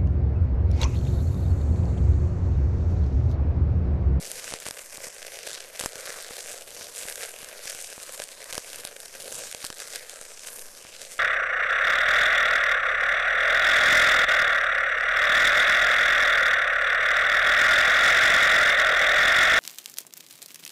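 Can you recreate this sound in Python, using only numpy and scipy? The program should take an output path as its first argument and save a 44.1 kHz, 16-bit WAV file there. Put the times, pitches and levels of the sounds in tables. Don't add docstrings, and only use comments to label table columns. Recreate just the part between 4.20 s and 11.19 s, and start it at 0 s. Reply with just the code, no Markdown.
import sys
import numpy as np
from scipy import signal
from scipy.fft import rfft, irfft
from scipy.io import wavfile
from scipy.ndimage import uniform_filter1d

SR = 44100
rng = np.random.default_rng(int(sys.argv[2]) if len(sys.argv) > 2 else 0)


def gain_from_db(level_db):
    decades = np.asarray(level_db, float) / 20
    return 10 ** decades


def dump(signal):
    limited = np.clip(np.atleast_2d(signal).T, -1, 1)
    pcm = np.round(limited * 32767).astype(np.int16)
    wavfile.write(sys.argv[1], SR, pcm)


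N = 308259


def level(x, db):
    return x * gain_from_db(db) / np.sqrt(np.mean(x ** 2))


def colour(x, table):
    hz, db = np.transpose(table)
    bin_hz = np.arange(2049) * SR / 4096
    log_gain = np.interp(np.log(bin_hz + 1), np.log(hz), np.log(gain_from_db(db)))
    cepstrum = irfft(log_gain)
    cepstrum[1:2048] *= 2
    cepstrum[2049:] = 0
    impulse = irfft(np.exp(rfft(cepstrum)))
    return signal.fftconvolve(x, impulse)[:N]


def band(x, hz, width):
    return signal.lfilter(*signal.iirpeak(hz, hz / width, fs=SR), x)


def walk(rate):
    hold = int(SR / rate)
    steps = np.repeat(rng.standard_normal(N // hold + 1), hold)
    return 1.3 * uniform_filter1d(uniform_filter1d(steps, hold), hold)[:N]


def bursts(hz, decay_ms, sharp, snap_db):
    t = np.arange(256) / SR
    spit = rng.standard_normal((len(hz), len(t))) * np.exp(-t * 1000 / decay_ms)
    spit[:, 0] = gain_from_db(snap_db) * np.sign(spit[:, 0])
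    spit = np.array([band(noise, f, f / sharp) for noise, f in zip(spit, hz)])
    peak_power = uniform_filter1d(spit ** 2, size=30).max(axis=1, keepdims=True)
    return spit / np.sqrt(2 * peak_power)


# time in seconds, sizzle gain in dB, gain of the pan's lower ring in dB.
SIMMER = [(0, -43.5, -51.5), (.7, -48, -57.5), (1.5, -47, -53.5), (2.2, -42.5, -53.5), (3, -45, -54),
          (3.7, -42.5, -54.5), (4.5, -47, -55.5), (5.2, -46.5, -59.5), (5.8, -46, -56.5), (6.4, -48, -58.5),
          (6.99, -50.5, -63.5)]
# peak in seconds, half length in seconds (down to 1/e of the power), sizzle gain in dB,
# gain of the pan's lower ring in dB.
SURGES = [(0.218, 0.14, -45, -54), (0.273, 0.023, -39, -55), (0.458, 0.023, -38, -56),
          (0.603, 0.034, -45.0, -56), (0.758, 0.042, -45, -59), (0.847, 0.036, -41.5, -47.5),
          (1.055, 0.062, -45.5, -55), (1.172, 0.038, -43, -49), (1.266, 0.029, -38.5, -47),
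          (1.348, 0.037, -38, -49), (1.46, 0.025, -48, -60), (1.623, 0.051, -40, -56),
          (1.79, 0.076, -45.5, -47), (1.934, 0.076, -39, -52), (2.166, 0.046, -43.5, -49),
          (2.33, 0.035, -51, -55), (2.514, 0.022, -46.5, -55), (2.61, 0.042, -50, -61),
          (2.822, 0.035, -38.5, -55), (2.905, 0.02, -36, -48), (3.019, 0.053, -39, -46),
          (3.206, 0.027, -42.5, -61), (3.41, 0.023, -48, -58), (3.465, 0.03, -40, -49),
          (3.9, 0.055, -42, -64), (3.952, 0.033, -51, -60), (4.023, 0.033, -46, -68),
          (4.322, 0.085, -41.5, -55), (4.538, 0.062, -40.5, -60), (5.091, 0.15, -40.5, -50.5),
          (5.26, 0.025, -39.5, -57), (5.444, 0.032, -40.5, -65), (5.613, 0.026, -39, -55),
          (5.714, 0.072, -40.5, -51), (5.912, 0.028, -48.5, -59), (6.09, 0.05, -50, -67),
          (6.294, 0.04, -40.5, -53), (6.38, 0.1, -47.5, -61), (6.588, 0.013, -49, -76),
          (6.818, 0.065, -45, -56), (6.927, 0.042, -47.5, -53.5)]


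def boil():
    t = np.arange(N) / SR
    s, *columns = np.transpose(SIMMER)
    simmer_db = np.array([np.interp(t, s, column) for column in columns])
    power = gain_from_db(simmer_db) ** 2
    for peak_s, half_s, *surge_db in SURGES:
        bell = np.exp(-((t - peak_s) / half_s) ** 2)
        power = power + gain_from_db(np.array(surge_db))[:, None] ** 2 * bell
    return 10 * np.log10(power)


def steam():
    flutter_db = 0.66 * walk(40) + 2.44 * walk(130)
    return level(gain_from_db(flutter_db) * rng.standard_normal(N), 0)


def crackle(per_s=600, spread_db=5.5, most_db=18):
    crowd = gain_from_db(2.5 * walk(50))
    when = rng.random(N) < crowd * per_s / SR
    size_db = np.minimum(spread_db * rng.exponential(size=N), most_db)
    size = gain_from_db(size_db) * when
    kinds = bursts(np.geomspace(1800, 10000, 16), decay_ms=0.35, sharp=0.67, snap_db=7.0)
    kind = rng.integers(len(kinds), size=N)
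    shower = sum(signal.fftconvolve(size * (kind == k), spit)[:N] for k, spit in enumerate(kinds))
    return level(shower, 0)


def patchy(x, drift_db=2.14, flicker_db=1.0):
    count = 10
    place = 2 * np.log2((np.fft.rfftfreq(N, 1 / SR) + 1) / 700)
    spectrum = rfft(x)
    mix = np.zeros(N)
    for row in np.eye(count):
        spot = irfft(spectrum * np.interp(place, np.arange(count), row), N)
        mix += gain_from_db(drift_db * walk(7) + flicker_db * walk(30)) * spot
    return mix


# frequency in Hz, relative density in dB per Hz.
COLOUR = [(200, -5), (900, 1), (2000, 1.5), (3200, -2.5), (6000, 3), (8800, 2.5), (10500, 0), (13000, -4.5)]


def sizzle(hiss, spits):
    return level(colour(patchy(hiss + gain_from_db(-1.1) * spits), COLOUR), 1.35)


# resonance in Hz, width in Hz, relative gain in dB.
PAN = [(529.3, 230, 3.5), (1606, 275, -7)]


def fire_pan(x):
    rings = []
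    for hz, width, db in PAN:
        ring = x
        for _ in range(3):
            ring = band(ring, hz, 2 * width)
        rings.append(gain_from_db(db) * ring)
    return np.array(rings)


# frequency in Hz, relative density in dB per Hz.
AIR = [(25, -6), (54, -15.5), (113, -22), (293, -15.5), (1000, -16), (3000, -28.5)]


def breeze():
    gusts = rng.standard_normal(N) * gain_from_db(1.2 * walk(6.8))
    rumble = level(colour(gusts, AIR), -60)
    heave = uniform_filter1d(walk(16) * gain_from_db(2.8 * walk(2.7)), size=2000)
    return rumble + gain_from_db(-55.5) * heave


# time in seconds, crack peak in dB ahead of the tone shaping,
# crack centre in Hz.
POPS = [(0.1162, -17, 5300), (0.2433, -22, 2700), (0.3123, -24, 4200), (0.3246, -27, 3200),
        (0.3388, -18.5, 4550), (0.402, -24.5, 7100), (0.4658, -23, 3320), (0.4825, -25, 5400),
        (0.4871, -21.5, 5600), (0.5098, -18.5, 4350), (0.7728, -24, 5300), (0.8691, -25.5, 5030),
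        (0.9832, -29, 4200), (1.0286, -23, 2260), (1.068, -24, 3970), (1.1203, -31, 6000),
        (1.1896, -27, 6500), (1.2683, -22, 4700), (1.2737, -24.5, 6810), (1.2885, -25, 5300),
        (1.3077, -28, 6600), (1.3315, -24, 3780), (1.4055, -23.5, 3360), (1.5947, -16, 5300),
        (1.5993, -17, 5200), (1.6102, -18.5, 3800), (1.613, -18.5, 4000), (1.6387, -21, 5600),
        (1.646, -21, 3100), (1.6603, -13, 7000), (1.7564, -23, 3100), (1.7807, -28, 3480),
        (1.8078, -26, 6000), (1.8564, -23, 5460), (1.8929, -27, 5100), (2.0249, -25, 6200),
        (2.1663, -27, 2760), (2.2065, -23.5, 3840), (2.3161, -24.5, 4300), (2.7808, -21, 8250),
        (2.7938, -24, 4900), (2.833, -24, 3700), (2.8658, -27, 4500), (2.8855, -19.5, 3260),
        (2.8928, -26, 6500), (2.9249, -22, 4100), (2.9572, -19.5, 6400), (3.0392, -23.5, 3950),
        (3.0905, -26, 6900), (3.188, -26, 8000), (3.2305, -29, 5300), (3.2457, -23.5, 5700),
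        (3.2879, -26, 4000), (3.456, -24, 6100), (3.4975, -22, 7400), (3.4998, -19, 4700),
        (3.5201, -24.5, 6400), (3.5486, -23, 6900), (3.83, -22.5, 6200), (3.977, -26, 5600),
        (4.0002, -18.5, 2170), (4.0202, -20, 2920), (4.039, -21, 7300), (4.2427, -24.5, 7900),
        (4.3272, -17, 4760), (4.3332, -21, 3600), (4.3455, -22, 5170), (4.3534, -19.5, 4100),
        (4.38, -14, 3180), (4.532, -23.5, 5000), (4.559, -22, 7500), (4.6511, -17, 5300),
        (4.673, -23, 4200), (4.7655, -25.5, 2200), (4.8028, -23.5, 7700), (4.8578, -24.5, 5900),
        (5.0026, -27, 4370), (5.125, -22, 4700), (5.3142, -22, 6200), (5.3266, -20.5, 3300),
        (5.348, -18.5, 3800), (5.4433, -21.5, 4230), (5.4498, -16.5, 6300), (5.4665, -19, 6600),
        (5.5026, -21, 3750), (5.5275, -24.5, 2800), (5.6028, -24, 4000), (5.759, -16, 5800),
        (5.8963, -21.5, 7040), (6.0136, -25, 4600), (6.2743, -27, 5000), (6.3936, -24, 6300),
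        (6.817, -22, 3940)]


def pops():
    s, crack_db, hz = np.transpose(POPS)
    starts = (s * SR).astype(int) - 12
    cracks = np.zeros(N + 256)
    for i, db, burst in zip(starts, crack_db, bursts(hz, decay_ms=0.99, sharp=0.55, snap_db=15.5)):
        cracks[i:i + len(burst)] += gain_from_db(db) * burst
    cracks = signal.lfilter(*signal.butter(3, 12000, fs=SR), cracks[:N])
    return cracks + gain_from_db(-3.5) * band(cracks, 9100, 2500)


# time in seconds, bass peak in dB.
THUDS = [(0.3114, -46), (0.3237, -38.5), (0.3391, -34.5), (0.4658, -36.5), (0.4865, -41), (0.5096, -41.5),
         (0.7815, -44), (0.8705, -43), (1.2735, -48), (1.6098, -37), (1.6385, -35), (1.6601, -29),
         (1.7582, -45), (1.8929, -47), (2.109, -41.5), (2.6122, -45.5), (2.8545, -43.5), (3.2305, -46),
         (3.4564, -46.5), (3.5505, -48.5), (3.78, -42.5), (4.0005, -46), (4.3278, -45), (4.347, -45),
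         (4.3802, -32.5), (4.6511, -41.5), (5.3483, -42.5), (5.4437, -37.5), (5.503, -38), (6.0136, -49),
         (6.6506, -45.5)]


def thuds(push_ms=0.42):
    s, push_db = np.transpose(THUDS)
    shoves = np.zeros(N)
    shoves[(s * SR).astype(int)] = gain_from_db(push_db) * rng.choice([-1, 1], len(s))
    t_ms = np.arange(-64, 65) * 1000 / SR
    push = np.exp(-.5 * (t_ms / (push_ms / 4)) ** 2)
    push *= SR / (2 * 290 * push.sum())
    return np.convolve(shoves, push, "same")


def scene():
    sizzle_db, ring_db = boil()
    ring_db = ring_db + 1.5 * walk(20)
    hiss, spits = steam(), crackle()
    frying = gain_from_db(sizzle_db) * sizzle(hiss, spits)
    low, high = level(fire_pan(hiss + gain_from_db(11.5) * spits), -0.15)
    ring = gain_from_db(ring_db) * low + gain_from_db(sizzle_db - 18.0) * high
    air = breeze()
    cracks = pops()
    burst_ring = fire_pan(gain_from_db(8.5) * cracks).sum(axis=0)
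    return (frying + ring + air + cracks + burst_ring + thuds())[None]


def roll_off(x):
    return signal.sosfilt(signal.butter(12, 14540, fs=SR, output="sos"), x)


def record(dry):
    own_hiss = level(band(rng.standard_normal(N), 7900, 4300), -58.5)
    top_cut = signal.ellip(12, .3, 70, 13300, fs=SR, output="sos")
    mix = signal.sosfilt(top_cut, dry + own_hiss)
    return roll_off(mix)


dry = scene()
out = record(dry)
dump(out)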